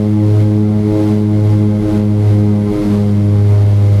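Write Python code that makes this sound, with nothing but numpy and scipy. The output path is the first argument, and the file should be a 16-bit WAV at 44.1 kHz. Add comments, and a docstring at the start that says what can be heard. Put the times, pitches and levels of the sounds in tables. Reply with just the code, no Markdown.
"""Inside a small twin-propeller plane

The two propellers turn at slightly different speeds, so their blade tones beat against each other
over rushing air and a thin turbine whine. A limiter turns the sound down when the drone is loud
and back up when the tones cancel, so the hiss swells in the gaps."""
import sys
import numpy as np
from scipy import signal
from scipy.fft import rfft, irfft
from scipy.io import wavfile
from scipy.ndimage import uniform_filter1d, minimum_filter1d

SR = 44100
rng = np.random.default_rng(int(sys.argv[2]) if len(sys.argv) > 2 else 0)


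def wav_record(signal):
    """Record a signal, one row per channel, as 16-bit PCM in the file named by sys.argv[1]."""
    frames = np.transpose(np.atleast_2d(signal))
    bounded = np.clip(frames, -1, 1)
    # unit amplitude maps onto the largest positive 16-bit level
    quanta = np.round(bounded * 32767).astype(np.int16)
    wavfile.write(sys.argv[1], SR, quanta)


N = 176400

# Air rushing over the hull: f/Hz, level/dB (in a band 1 Hz wide)
AIR_SPECTRUM = [(15, -60), (36, -48), (50, -54), (75, -49), (165, -46), (260, -53), (350, -52.5),
                (480, -60), (760, -66), (1100, -69), (1700, -74.3), (2700, -77.6), (4200, -77.7),
                (7000, -85.9), (9000, -88), (11200, -92), (12400, -89.6), (15200, -98)]
# How the hiss rises and falls: t/s, level/dB
HISS_SWELLS = [(0, .3), (.42, 1), (.7, -1), (.9, -1.3), (1.08, 2.6), (1.28, 0), (1.53, .8), (1.74, -2),
               (1.98, .6), (2.3, 0), (2.66, -2), (2.95, 1.8), (3.3, -.3), (3.55, -.5), (3.8, 1.2), (4, .8)]
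# Narrow bands of turbine noise: f/Hz, width/Hz, level/dB
TURBINE_NOISE = [(2090, 150, -44.7), (3230, 150, -56), (9830, 240, -57)]
# Passing blades: t/s, f/Hz (mean of both propellers), lead of the faster one/blade gaps
BLADE_MOTION = [(0.0, 105.14, -0.343), (0.36, 105.32, -0.004), (0.73, 105.38, 0.305), (1.09, 105.26, 0.583),
                (1.45, 104.97, 0.961), (1.82, 104.69, 1.405), (2.18, 104.23, 1.911), (2.55, 103.63, 2.283),
                (2.91, 102.83, 2.603), (3.27, 102.44, 2.876), (3.64, 102.32, 3.03), (4.0, 101.41, 3.042)]
# Tones at 1, 2, 3... times the blade rate, at cruise: level/dB (faster propeller), level/dB (slower)
BLADE_TONES = [(-16.6, -10.8), (-15.5, -16.7), (-17.4, -25), (-31, -23), (-33, -31.5), (-35, -39),
               (-41.5, -48), (-44, -38.5), (-48, -48), (-49, -47), (-55, -52), (-52, -53), (-54, -57),
               (-58, -58), (-55, -60)]
# The lower tones lie near cabin resonances, so their levels change with the blade rate.
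# One row a tone: slope/(dB per Hz) (faster propeller), slope/(dB per Hz) (slower)
TONE_SLOPES = [(-1.9, .9), (.7, .1), (2.3, .9), (1, .6), (1.5, -.2), (.2, .6), (.5, .5), (1.2, 1.6)]
# Tones that the cabin's standing waves flip for the slower propeller: tone number
FLIPPED_TONES = (2, 3, 5, 8)


def undb(db):
    """Decibels to gain."""
    return 10 ** (np.asarray(db) / 20)


def walk(rate):
    """Smooth random motion with a spread of 1; rate (Hz) sets how fast it wanders."""
    count = 1024
    f = np.fft.rfftfreq(count, N / SR / count)
    y = irfft(rfft(rng.standard_normal(count)) * np.exp(-.5 * (f / rate) ** 2), count)
    return np.interp(np.linspace(0, count - 1, N), np.arange(count), y / y.std())


def noise(gain):
    """Noise with the given strength at each frequency (amplitude per root Hz)."""
    return irfft(rfft(rng.standard_normal(N)) * gain, N) * np.sqrt(SR / 2)


def rushing_air(passes):
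    """Air flowing over the hull rumbles and hisses; the hiss pulses with each passing blade."""
    split_hz, pulse_depth, gust_db, gust_hz = 700, .18, .35, 9
    f = np.fft.rfftfreq(N, 1 / SR) + 1
    hz, db = np.array(AIR_SPECTRUM).T
    spectrum = undb(np.interp(np.log(f), np.log(hz), db))
    hiss_share = f ** 4 / (f ** 4 + split_hz ** 4)
    hiss = noise(spectrum * np.sqrt(hiss_share))
    hiss *= 1 - pulse_depth * np.sin(2 * np.pi * passes)
    hiss *= undb(np.interp(np.arange(N) / SR, *np.array(HISS_SWELLS).T))
    rumble = noise(spectrum * np.sqrt(1 - hiss_share))
    return (rumble + hiss) * undb(gust_db * walk(gust_hz))


def turbine():
    """The turbine's compressor makes narrow bands of noise and one thin, drifting whine."""
    whine_hz, whine_db, drift = 9834, -63, .0005
    f = np.fft.rfftfreq(N, 1 / SR)
    power = np.zeros_like(f)
    for hz, width, db in TURBINE_NOISE:
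        peak = undb(db) ** 2 * 2 / (np.pi * width)
        power += peak / (1 + (2 * (f - hz) / width) ** 2)
    cycles = np.cumsum(whine_hz * (1 + drift * walk(5))) / SR
    whine = undb(whine_db) * np.sqrt(2) * np.sin(2 * np.pi * cycles)
    return noise(np.sqrt(power)) + whine


def shaft_shudder(passes):
    """An unsteady shudder comes once per turn of the propeller."""
    blades, level_db = 3, -37
    waver = 1 + .4 * walk(2)
    return undb(level_db) * np.sqrt(2) * waver * np.sin(2 * np.pi * passes / blades)


def propeller(passes, blade_hz, side):
    """Passing blades make a sawtooth-like wave, shaped by the cabin (side 0 faster, 1 slower)."""
    cruise_hz, waver_hz, resonant_tone = 105, 4, 4
    wave = np.zeros(N)
    for k, levels in enumerate(BLADE_TONES, 1):
        db = levels[side]
        if k <= len(TONE_SLOPES):
            db += TONE_SLOPES[k - 1][side] * (blade_hz - cruise_hz)
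        depth = .028 * k ** 1.25  # rough air shakes the higher tones most
        waver = 1 + depth * (walk(waver_hz) + 1j * walk(waver_hz))  # in both level and phase
        waver /= np.sqrt(np.mean(abs(waver) ** 2))
        tone = waver * np.exp(2j * np.pi * k * passes)
        if side == 1 and k in FLIPPED_TONES:
            tone *= -1
        elif side == 1 and k == resonant_tone:
            tone *= -1j  # right on a cabin resonance: a quarter cycle late
        wave -= undb(db) * np.sqrt(2) * tone.imag
    return wave


def scene():
    """Two propellers slip in and out of step over the air and turbine noise."""
    t = np.arange(N) / SR
    times, rates, leads = np.array(BLADE_MOTION).T
    blade_hz = np.interp(t, times, rates)
    passes = np.cumsum(blade_hz) / SR  # how many blades have gone by
    half_lead = np.interp(t, times, leads) / 2
    fast, slow = passes + half_lead, passes - half_lead
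    drone = propeller(fast, blade_hz, side=0) + propeller(slow, blade_hz, side=1)
    return (drone + shaft_shudder(fast) + rushing_air(fast) + turbine())[None]


def record(dry):
    """A limiter turns peaks down, waits briefly and turns back up; the highest treble is cut."""
    input_db, ceiling, top_hz = .8, .69, 15300
    lookahead_s, hold_s, release_db_per_s = .004, .065, 55
    x = dry[0] * undb(input_db)
    window, half_hold = int(lookahead_s * SR), int(hold_s * SR / 2)
    needed_db = 20 * np.log10(ceiling / np.maximum(abs(x), ceiling))
    early_db = minimum_filter1d(needed_db, window)  # start just before each peak
    held_db = minimum_filter1d(early_db, 2 * half_hold + 1, origin=half_hold)
    climb_db = release_db_per_s * np.arange(N) / SR
    gain_db = np.minimum.accumulate(held_db - climb_db) + climb_db  # drop fast, climb back slowly
    gain = undb(uniform_filter1d(gain_db, window))
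    treble_cut = signal.ellip(10, .1, 80, top_hz, fs=SR, output="sos")
    return signal.sosfilt(treble_cut, x * gain)[None]


dry = scene()
out = record(dry)
wav_record(out)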